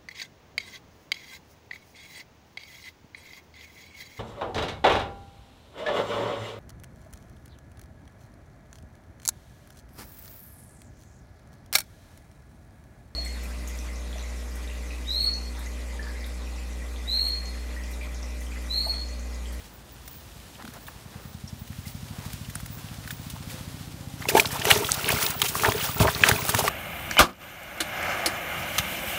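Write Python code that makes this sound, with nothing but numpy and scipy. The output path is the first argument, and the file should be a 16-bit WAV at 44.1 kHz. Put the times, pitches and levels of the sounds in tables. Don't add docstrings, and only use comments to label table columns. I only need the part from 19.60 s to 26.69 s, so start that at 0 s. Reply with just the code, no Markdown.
import sys
import numpy as np
from scipy import signal
from scipy.fft import rfft, irfft
from scipy.io import wavfile
from scipy.ndimage import uniform_filter1d

SR = 44100
rng = np.random.default_rng(int(sys.argv[2]) if len(sys.argv) > 2 else 0)


def materialize(psi):
    bounded = np.clip(np.atleast_2d(psi).T, -1, 1)
    quanta = np.round(bounded * 32767).astype(np.int16)
    wavfile.write(sys.argv[1], SR, quanta)


def invert_db(x):
    u = np.asarray(x, float) / 20
    return 10 ** u


N = 312669
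T = np.arange(N) / SR


def unit(x):
    return x / np.sqrt(np.mean(x ** 2))


def add(out, start_s, x):
    i = max(int(start_s * SR), 0)
    out[i:i + len(x)] += x[:max(N - i, 0)]


def band(x, lo_hz, hi_hz):
    sos = signal.butter(2, [lo_hz, min(hi_hz, .45 * SR)], "band", fs=SR, output="sos")
    return signal.sosfilt(sos, x)


def colour(x, table):
    hz, db = np.transpose(table)
    f = np.arange(N // 2 + 1) * SR / N + 1
    gain = invert_db(np.interp(np.log(f), np.log(hz), db))
    return unit(irfft(rfft(x) * gain, N))


def ring(x, hz, t60):
    pole = np.exp(2j * np.pi * hz / SR - np.log(1000) / (t60 * SR))
    return signal.lfilter([0, pole.imag], [1, -2 * pole.real, abs(pole) ** 2], x)


def curves(table):
    start_s, *columns = np.transpose(table)
    return [invert_db(np.interp(T, start_s, db, left=-120)) for db in columns]


def swells(peak_s, db, rise_s, fall_s):
    t = T[::32]
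    rise_s, fall_s = np.maximum(rise_s, .003), np.maximum(fall_s, .003)
    power = 0
    for at, level, rise, fall in zip(peak_s, db, rise_s, fall_s):
        power = power + invert_db(2 * level - 20 * np.maximum((at - t) / rise, (t - at) / fall))
    return np.interp(T, t, np.sqrt(power))


def strokes(table):
    start_s, *columns, length_s = np.transpose(table)
    return [swells(start_s, db, 0.99 * length_s, length_s) for db in columns]


def walk(rate):
    k = int(SR / rate)
    held = np.repeat(rng.standard_normal(N // k + 1), k)
    return 1.65 * uniform_filter1d(held, k)[:N]


def crackle(rate, scatter_db, tail_ms):
    chance = rng.random((N, 2))
    sizes = invert_db(-scatter_db * np.log(chance[:, 1] + 1e-4))
    starts = (chance[:, 0] < rate / SR) * sizes
    puffs = signal.lfilter([1], [1, -np.exp(-1000 / (tail_ms * SR))], starts)
    return unit(puffs * rng.standard_normal(N))


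def bubble(hz, cycles, glide):
    turns = np.arange(int(5 * cycles * SR / hz)) * hz / SR
    swell = 1 - np.exp(-turns / 0.45)
    decay = np.exp(-turns / cycles - (turns / cycles / 2) ** 2)
    return np.sin(2 * np.pi * turns * (1 + glide * turns / cycles)) * swell * decay


def hits(table, q, ring_db, width_db, spatter_db):
    out, t = np.zeros(N), np.arange(3000) / SR
    for start_s, db, hz, ms, hiss_db in table:
        u = t * 1000 / max(ms, .5)
        shape = (1 - np.exp(-u / .15)) * (np.exp(-(u / 1.4) ** 4) + .15 * np.exp(-u / 2.5))
        ring_noise, hiss_noise, wide_noise = rng.standard_normal((3, len(t)))
        tone = band(ring(ring_noise * shape, hz, q / hz), hz / 2, hz * 2)
        wide = band(band(wide_noise * shape, hz / 1.3, hz * 1.55), hz / 2, hz * 1.8)
        hiss = band(hiss_noise, 1570, 20200) * u * np.exp(-u / 0.87)
        for part, part_db in ((tone, ring_db), (wide, width_db), (hiss, hiss_db)):
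            add(out, start_s - .001, invert_db(db + part_db) * part / np.abs(part).max())
        for late, pitch, life in rng.random((6, 3)):
            drop = bubble(min(hz, 3500) * 2 ** (1.5 * pitch - .3), 2.2 + 2.8 * life, 0.093)
            add(out, start_s + 0.0051 + 0.047 * late, invert_db(db + spatter_db - 14.0 * late) * drop)
    return out


# pitch_hz, density_db (per Hz)
AIR_COLOUR = [(18, -43), (30, 6.5), (64, 4), (486, -13.5), (760, -13), (1190, -18), (3400, -31),
              (10800, -94), (14800, -67), (16000, -41)]


def air():
    hum = unit(band(rng.standard_normal(N), 49.0, 59.8))
    hum *= invert_db(-49.5 - 0.82 * T + walk(2.8))
    return invert_db(-47.5) * colour(rng.standard_normal(N), AIR_COLOUR) + hum


# start_s, firing_rate_hz
ENGINE_SPEED = [(0, 10.451), (0.8, 10.245), (1.3, 9.842), (1.6, 10.345), (2.3, 12.33), (3.1, 14.136),
                (3.5, 14.111), (4.1, 15.02), (4.7, 15.372), (5.3, 15.741), (5.9, 15.109), (7.1, 15.005)]
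# start_s, blast_db, ring_db
ENGINE_LOAD = [(0, -69, -8), (.6, -49.5, -15), (1.37, -44.5, -22), (1.5, -39, -8), (1.8, -37.5, -4),
               (2.67, -37.5, -0.5), (3.3, -47.5, 9), (4.05, -43, 5.5), (4.4, -46, 8), (4.9, -41.5, 5.5),
               (5.4, -40.5, 0.5), (7.09, -35, -1.5)]
# pitch_hz, level_db, t60_s, lag_ms
EXHAUST_MODES = [(70.5, -16, 0.12, -4), (100.6, 2, 0.079, -3), (109.2, -13.5, 0.51, 2),
                 (129.4, -10, 0.4, -5.5), (151.3, -4, 0.11, -7), (250.5, -12.5, 0.21, 4.5),
                 (282.2, -15, 0.15, 3.5), (232.5, -3.5, 0.042, -2), (309, -16, 0.073, 7.5)]


def engine():
    speed = np.interp(T, *np.transpose(ENGINE_SPEED))
    fired = 4.07 + np.cumsum(speed) / SR
    times = np.interp(np.arange(5, 99), fired, T)
    rate = np.interp(times, T, speed)
    load_s, *columns = np.transpose(ENGINE_LOAD)
    blast_db, low_db = (np.interp(times, load_s, c) for c in columns)
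    high_db = low_db - 1
    sharpness = 0.38 + 0.041 * (rate - 12)
    size = invert_db(blast_db + 0.69 * rng.standard_normal(len(times)))
    heat = (rate / 13.05) ** 0.6
    t, after, out = np.arange(-400, 400) / SR, np.arange(9000) / SR, np.zeros(N)
    for when, a, sharp, lift, low, high in zip(times, size, sharpness, heat, low_db, high_db):
        u = t / (.0022 - 0.00078 * np.clip(sharp, 0, 1))
        blast = invert_db(8.5) * (1 - u ** 2) * np.exp(-u ** 2 / 2)
        add(out, when + t[0], a * blast)
        bark = np.cos(2 * np.pi * 223 * lift * t) * np.exp(-(t * 1000 / 4.5) ** 2)
        add(out, when + t[0], a * invert_db(high - 1) * np.clip(when - 3.2, .2, 1) * bark)
        for hz, db, t60, lag_ms in EXHAUST_MODES:
            fade = (1 - np.exp(-after / 0.00033)) * np.exp(-np.log(1000) * after / t60)
            gain = a * invert_db(db + 8.5 + (low if hz < 190 else high))
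            add(out, when + lag_ms / 1000, gain * fade * np.sin(2 * np.pi * hz * lift * after))
    dip_hz = 197.5
    sos = signal.butter(1, [dip_hz / 1.15, dip_hz * 1.15], "band", fs=SR, output="sos")
    under_way = np.clip((T - 3.5) / .6, 0, 1)
    out = out - 0.53 * under_way * signal.sosfiltfilt(sos, out)
    dull = signal.sosfiltfilt(signal.butter(4, 285, fs=SR, output="sos"), out)
    clear = signal.sosfiltfilt(signal.butter(4, 360, fs=SR, output="sos"), out)
    return dull + under_way * (clear - dull)


# start_s, rustle_db
NET_RUSTLE = [(0, -51), (.2, -55.5), (.75, -51), (1, -52), (1.95, -52), (2.32, -49), (2.5, -49),
              (2.7, -45.5), (3.12, -49), (3.32, -46.5), (3.55, -47.5), (3.85, -48), (3.93, -44.5),
              (4.4, -49.5)]
# pitch_hz, density_db (per Hz)
RUSTLE_COLOUR = [(240, -38), (400, -36.5), (516, -6.5), (618, -9), (1640, -6), (2180, -7), (3480, -5.5),
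                 (14500, -14)]
# start_s, scrape_db, length_s
NET_DRAGS = [
    (.14, -51.5, 0.048),
    (1, -41.5, 0.018),
    (1.17, -42.5, 0.045),
    (1.29, -46.5, 0.042),
    (1.59, -48.5, 0.18),
    (2.62, -48, 0.18),
    (3.3, -50, 0.33),
    (3.75, -60, 0.066),
    (4.01, -48.5, 0.47),
]
# start_s, peak_db, ring_hz, length_ms, hiss_db
SINKERS = [(0.477, -42, 1900, 3.6, 11), (1.023, -30, 1410, 2.5, -10), (1.051, -29, 1430, 1.5, -6),
           (1.077, -30, 1450, 1.7, -8), (1.285, -33, 1030, 6.3, -25), (1.877, -37.5, 5500, 18, -25),
           (2.077, -41, 2270, 2.7, 5), (2.13, -39, 1660, 2.6, -16), (2.254, -42.5, 2050, 29, 7),
           (2.279, -35, 5100, 4.8, -2), (2.732, -38.5, 1880, 2, 12), (2.954, -22.5, 9300, 4.3, -24),
           (3.001, -33, 1410, 4.3, -0.5), (3.06, -34.5, 1580, 2.6, 6), (3.449, -34, 1730, 2.7, -16),
           (3.476, -28.5, 1450, 3.8, -3), (3.506, -27.5, 1690, 5, 2), (3.699, -34.5, 3480, 5.5, 5.5),
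           (3.762, -33.5, 890, 5.2, -17), (3.9, -35.5, 2340, 9.9, 4), (1.024, -37, 4200, 2.4, -20),
           (1.052, -40, 816, 4.4, -30), (1.053, -31.5, 3150, 2.2, -15), (1.079, -35, 4000, 3.1, -20),
           (.954, -41, 3000, 4, -15), (1.105, -42, 1500, 3, -6), (1.136, -41, 1600, 3.8, 5),
           (1.268, -40, 3620, 8.1, 2), (3.507, -33, 3500, 3.5, -20), (2.65, -38, 990, 8.1, 3),
           (2.848, -37, 2880, 5.8, -12), (2.897, -37.5, 1880, 5.5, 4), (3.286, -37, 3000, 2.7, -5),
           (3.476, -33, 4060, 3, -20)]
# start_s, peak_db, pitch_hz, life_cycles
ROPE_CREAKS = [
    (3.92, -47, 516, 67),
    (4.38, -52, 540, 120),
    (4.43, -50, 796, 110),
]


def net():
    (rustle,), (scrape,) = curves(NET_RUSTLE), strokes(NET_DRAGS)
    fade = np.clip((4.75 - T) / 0.071, .3, 1)
    threads = colour(rng.standard_normal(N) + 0.42 * crackle(250, 2.3, 1.), RUSTLE_COLOUR)
    threads *= invert_db(.7 * walk(45))
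    heap = unit(band(crackle(500, 1.5, 12), 145, 1440))
    knots = hits(SINKERS, q=18, ring_db=-8, width_db=-6, spatter_db=-60)
    for start_s, db, hz, ms, _ in SINKERS:
        add(knots, start_s, invert_db(db + 0.5) * bubble(hz, max(hz * ms / 2000, 1), .01))
    rope = np.zeros(N)
    for start_s, db, hz, cycles in ROPE_CREAKS:
        add(rope, start_s, invert_db(db) * bubble(hz, cycles, 0.0044))
    rope *= invert_db(1.5 * walk(70) - 1.0)
    handling = invert_db(0.5) * rustle * threads + invert_db(-2.0) * scrape * heap
    return rope + fade * handling + knots


# peak_s, peak_db, rise_s, fall_s
THREAD_SQUEAKS = [(.16, -57, .06, .03), (.33, -49, .012, 0.0099), (.52, -49, 0.044, 0.076),
                  (1.27, -54, .1, .04), (1.71, -55, 0.091, 0.037), (1.99, -53, .01, 0.076),
                  (2.31, -55, .07, .07), (3.12, -46, .015, 0.07), (3.47, -53, .012, 0.27),
                  (2.9, -66, .6, .3), (4.88, -60, 0.25, .3), (5.26, -47, .15, .4), (5.63, -36.5, 0.2, 0.44),
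                  (6.27, -36, 0.18, 0.21), (6.5, -50, .1, .15), (6.8, -40, .25, .12)]


def squeak():
    level = swells(*np.transpose(THREAD_SQUEAKS))
    slips = band(band(crackle(2500, 1.2, 1.), 15000, 16400), 14000, 16800)
    return level * invert_db(3.0 + walk(60)) * unit(band(slips, 14800, 15500))


# start_s, peak_db, contact_ms
BODY_THUMPS = [(5.12, -18.5, 6.1), (5.175, -25, 1.9), (5.538, -18, 2.4), (6.085, -14.5, 4.3),
               (6.4023, -12, 2), (6.407, -8, 3.54), (6.417, -10, 4.9), (6.459, -13.5, 6.5),
               (6.615, -23.5, 1.1), (6.719, -12.5, 4.7), (6.948, -17.5, 3.6)]
# pitch_hz, level_db, t60_s
WALL_MODES = [(74.4, -32, 0.31), (117, -11.5, 0.069), (153, -15, 0.064), (236, -16.5, 0.1),
              (306, -22.5, 0.094), (417, -18, 0.16), (660, -41, .05), (880, -35, .04)]


def wall():
    push, t = np.zeros(N), np.arange(800) / SR
    for start_s, db, ms in BODY_THUMPS:
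        blow = np.sin(np.pi * np.minimum(t * 1000 / max(ms, .3), 1)) ** 2
        add(push, start_s, invert_db(db + 10.5) * blow / blow.sum())
    return sum(invert_db(db) * ring(push, hz, t60) for hz, db, t60 in WALL_MODES)


# start_s, peak_db, pitch_hz, life_cycles
AIR_GULPS = [
    (4.688, -11, 405, 1.5),
    (4.749, -12, 385, 1.7),
    (5.205, -20, 416, 6),
    (5.526, -10, 573, 1.7),
    (6.148, -19, 413, 4.1),
    (6.41, -14.5, 618, 7.4),
    (6.445, -20, 437, 4.9),
    (6.695, -21, 407, 4.6),
]
# start_s, peak_db, pitch_hz, life_cycles
AIR_PLINKS = [(4.654, -24, 2110, 8.3), (4.768, -8.5, 887, 13), (4.6865, -18, 2700, 8),
              (4.687, -18.5, 5230, 12), (4.693, -23, 3850, 13), (4.711, -21, 2300, 6),
              (4.7535, -19, 2280, 14), (4.777, -12.5, 1680, 8.1), (4.7975, -1, 2350, 5.4),
              (4.848, -14, 1220, 1.7), (4.907, -27, 1800, 5), (5.017, -22, 1800, 6),
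              (5.053, -16, 2770, 6.4), (5.054, -18, 1930, 8), (5.068, -21.5, 436, 3.9),
              (5.088, -19, 750, 3.8), (5.107, -14, 1120, 5), (5.11, -14, 760, 3.1), (5.164, -18, 430, 4.1),
              (5.4905, -14, 1670, 6), (5.492, -15, 2130, 6.1), (5.503, -14, 2460, 7),
              (5.503, -18.5, 1020, 5), (5.571, -22, 2120, 8.9), (5.644, -22, 1800, 5),
              (5.6645, -27, 2570, 6.6), (5.742, -32, 1300, 6.4), (5.752, -26.5, 700, 3.7),
              (6.0355, -9, 1130, 3.7), (6.051, -17, 890, 8), (6.097, -22, 2800, 8), (6.121, -20.5, 3300, 9),
              (6.29, -22.5, 1200, 7.3), (6.368, -26, 1310, 8), (6.43, -15, 890, 5.4),
              (6.453, -14.5, 642, 5), (6.549, -16.5, 4300, 9), (6.636, 0.5, 2480, 6), (6.637, 1, 1650, 5.8),
              (6.6388, -1, 2800, 3.2), (7.0798, -8.5, 1150, 4), (7.0783, -9.5, 1880, 3.7),
              (7.041, -11.5, 700, 2.3), (4.7513, 1.5, 403, 1.37), (6.7137, -0.5, 1520, 1.8),
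              (6.7615, -20.5, 2430, 5.2), (6.788, -23, 1005, 8.1)]


def gulps():
    out = np.zeros(N)
    for start_s, db, hz, cycles in AIR_GULPS:
        add(out, start_s, invert_db(db) * bubble(hz, cycles, 0.18 / cycles))
    for start_s, db, hz, cycles in AIR_PLINKS:
        add(out, start_s, invert_db(db) * bubble(hz, cycles, .01))
    return out


# start_s, peak_db, ring_hz, length_ms
FIN_RAPS = [(4.6557, -20.5, 830, 1.2), (4.7495, -5.5, 696, 6), (4.8485, -19, 1040, 5.3),
            (4.8555, -12, 3700, 4.4), (5.017, -16.5, 3100, 5.7), (5.112, 2.5, 2800, 3.5),
            (5.246, -13, 3340, 3.5), (5.2668, -18, 3340, 3.8), (5.3188, 0.5, 7200, 1.2),
            (5.444, -11, 2840, 1.8), (6.044, -10, 1340, 8.6), (6.084, -10, 1020, 6.2),
            (6.4526, -6.5, 980, 1.6), (6.479, -4, 1100, 7.7), (6.549, -17.5, 4030, 5.1),
            (6.637, -3.5, 1850, 3.6), (6.714, -10, 1560, 2.3), (7.047, -16, 640, 4.2)]
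# start_s, peak_db, ring_hz, length_ms
TAIL_SLAPS = [(4.753, -17, 2200, 5.3), (4.7978, -4, 2500, 1.6), (4.873, -23, 5200, 1.9),
              (5.1034, -3.5, 2030, 6.7), (5.6643, -8.5, 3580, 3.1), (5.8177, -2, 3000, 2.1),
              (5.852, -17, 3080, 13), (6.0353, -12, 1190, 4.6), (6.4005, -11, 1160, 13),
              (6.7609, -20, 2380, 3.7), (6.9475, -5, 1660, 2.7), (7.0788, -11, 2580, 3.3)]
# start_s, peak_db, ring_hz, length_ms
SPRAY_FLICKS = [(4.6858, -13.5, 2650, 7.1), (4.769, -12, 2900, 8.9), (5.0529, -12.5, 1070, 2.5),
                (5.342, -18, 3900, 3.9), (5.61, -20, 1080, 5.8), (5.7068, -21.5, 1510, 2.8),
                (5.7996, -22, 2430, 3), (5.8826, -18, 7100, 8.8), (5.9396, -34, 940, 2),
                (6.2396, -18.5, 1630, 3.9), (6.6864, -6, 2600, 3.7), (6.851, -19, 819, 2.6),
                (6.891, -10.5, 1260, 5.4), (6.988, -11, 780, 5.2)]
# start_s, peak_db, ring_hz, length_ms,
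# hiss_db
KNOCKS_AND_POPS = [(1.029, -31, 236, 11, -40), (1.078, -31.5, 245, 12, -40), (1.155, -35, 600, 14, -20),
                   (1.283, -27.5, 1770, 3.1, -32), (2.954, -26.5, 5240, 5.7, -24),
                   (2.956, -21, 1400, 0.47, -34), (4.767, -11, 880, 15, -13), (4.94, -18.5, 920, 25, -13),
                   (5.817, -13, 1200, 5.6, -27), (5.826, -9, 2680, 2.6, -18), (6.6373, -6, 2350, 0.79, -39),
                   (6.662, -12, 1470, 9.8, -16),
                   (4.7496, -19, 3200, 1.5, 3), (4.621, -24.5, 1890, 6, -15), (6.9482, -5.5, 3280, 0.83, -3),
              (6.7137, -8.5, 3220, 1.9, -3), (4.8002, -4.5, 4270, 3, -2), (5.29, -12, 1270, 3.8, -16),
              (5.526, -13.5, 940, 4.4, -30), (6.0356, -7, 1140, 1.4, -25), (6.938, -13, 880, 5.6, -10),
              (7.008, -11, 910, 4.9, -22), (4.92, -25, 5750, 2, -15), (4.997, -18, 5760, 2.6, -20),
              (5.048, -15, 9100, .8, -5), (5.092, -28, 2500, 4.6, -1), (5.31, -19, 6000, 2.8, 0),
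              (5.459, -14, 3400, 2.9, -25), (5.483, -12, 2830, 3.3, -25), (5.4896, -7, 11000, 1.7, -16),
              (5.503, -13, 2390, 2.9, -25), (5.518, -14.5, 3500, 3.5, 1.5), (5.579, -25, 2200, 2.8, -10),
              (5.627, -15, 3860, 2.7, 5), (5.645, -22, 1710, 2, -15), (5.705, -13, 8600, 3.6, -21),
              (5.744, -25, 1200, 8, -30), (5.953, -13.5, 1100, 2.5, -17.5), (5.996, -13, 2200, 2.3, -25),
              (6.021, -19.5, 5640, 4.7, 5), (6.0492, -5, 1600, 1.3, -23), (6.055, -15, 1910, 5, -23),
              (6.1208, -12, 1640, 1.5, -5), (6.179, -18.5, 2580, 2.1, -10), (6.207, -17.5, 2900, 10, -7),
              (6.381, -23.5, 9300, 3.3, 5), (6.401, -13.5, 3500, 1.7, -1), (6.471, -10.5, 2620, 4.4, -11),
              (6.495, -30, 1300, 2.4, -6), (6.556, -22, 1380, 14, -28), (6.591, -29, 2190, 5, -12),
              (6.637, -3.5, 2360, 3, -35), (6.6375, -9, 3480, 3.4, -30), (6.692, -8, 800, 7, -10)]


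def slaps():
    blows = []
    for table, hiss_db in ((FIN_RAPS, -28), (TAIL_SLAPS, -3.5), (SPRAY_FLICKS, 3.5)):
        blows += [(*row, hiss_db) for row in table]
    blows += KNOCKS_AND_POPS
    return hits(blows, q=12, ring_db=-3, width_db=-6, spatter_db=-17)


# start_s, level_db, length_s
BODY_SLIDES = [(4.77, -28.5, 0.05), (5.07, -37, 0.05), (5.16, -29, 0.053), (5.47, -37.5, 0.076),
               (5.64, -43.5, 0.091), (5.84, -40, 0.033), (6.08, -32.5, 0.081), (6.24, -49, 0.033),
               (6.45, -27, 0.034), (6.69, -33, 0.085), (7.02, -35, 0.12)]


def slide():
    (level,) = strokes(BODY_SLIDES)
    rub = crackle(300, 2, 4)
    groan = ring(rub, 428, .05) + invert_db(-4) * ring(rub, 663, .05) + invert_db(-4) * ring(rub, 890, .04)
    return level * unit(groan)


def drops(count, lo_hz, hi_hz, cycles, scatter_db):
    out = np.zeros(N)
    start_s, span_s = 4.5, 2.59
    for when, pitch, size, life, bend in rng.random((count, 5)):
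        hz = lo_hz * (hi_hz / lo_hz) ** pitch
        turns = cycles * (0.12 + 1.7 * life ** 2) * (1 + 1.5 * pitch)
        drop = bubble(hz, turns, .1 * (2 * bend - 1))
        level = invert_db(3 * pitch - scatter_db * np.log(size + 0.011))
        add(out, start_s + when * span_s, drop * level)
    return out / np.std(out[int(start_s * SR):])


# start_s, splash_db, spray_db, length_s
TAIL_SWEEPS = [(4.62, -40, -53, 0.03), (4.7, -23, -26.5, 0.0097), (4.78, -30, -21.5, 0.063),
               (4.87, -55, -21, 0.018), (4.93, -35, -22.5, 0.02), (4.96, -33, -40, 0.09),
               (5.11, -17.5, -27, 0.038), (5.18, -35, -23, 0.1), (5.3, -35.5, -29, 0.24),
               (5.51, -29, -43, 0.17), (5.63, -28, -21, 0.087), (5.85, -30.5, -17.5, 0.023),
               (5.97, -33.5, -20.5, 0.071), (6.06, -25.5, -40, 0.054), (6.15, -36, -55, 0.26),
               (6.21, -31.5, -35, 0.054), (6.25, -31, -22, 0.049), (6.3, -35, -37, 0.047),
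               (6.42, -25, -39, 0.032), (6.5, -29.5, -26, 0.041), (6.58, -41, -47, 0.048),
               (6.675, -23, -33, 0.068), (6.89, -33.5, -24.5, 0.26), (6.98, -29, -36, 0.042),
               (7.07, -29.5, -23, 0.099)]
# pitch_hz, density_db (per Hz)
SPLASH_COLOUR = [(290, -57), (500, 0.5), (878, -10), (1420, 0.5), (1660, -8), (1850, -7.5), (2490, -2),
                 (4970, -8.5), (14500, -11.5)]


def splashes():
    splash, spray = strokes(TAIL_SWEEPS)
    water = np.zeros(N)
    for hz in 250 * 2 ** np.arange(6):
        broken = crackle(900, 2.2, 2.5) + .35 * rng.standard_normal(N)
        water += unit(band(broken, hz, 2 * hz)) * np.sqrt(hz)
    water = colour(water, SPLASH_COLOUR) * invert_db(0.36 * walk(44))
    bubbles = drops(count=2800, lo_hz=696.0, hi_hz=7100, cycles=3.7, scatter_db=1.8)
    bubbles *= invert_db(1.3 * walk(45) - .3)
    mist = unit(band(crackle(800, 2.8, 1.) + .35 * rng.standard_normal(N), 4500, 16000))
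    mist *= invert_db(1.6 * walk(46))
    return splash * (invert_db(-2.0) * water + invert_db(-3.0) * bubbles) + invert_db(-12.0) * spray * mist


def basin():
    near = wall() + gulps() + invert_db(4.5) * slide() + splashes() + invert_db(-3.0) * slaps()
    out = near.copy()
    add(out, .0051, invert_db(-19) * near)
    return out


def scene():
    out = air() + engine() + net() + squeak() + basin()
    return out[None]


def roll_off(x):
    return signal.sosfilt(signal.butter(12, 16830, fs=SR, output="sos"), x)


def record(dry):
    x = signal.sosfiltfilt(signal.butter(3, 52, "high", fs=SR, output="sos"), dry)
    x = signal.sosfilt(signal.ellip(12, .2, 56, 15700, fs=SR, output="sos"), x)
    soft_clip = .5
    mix = np.tanh(soft_clip * x) / soft_clip
    return roll_off(mix)


dry = scene()
out = record(dry)
materialize(out)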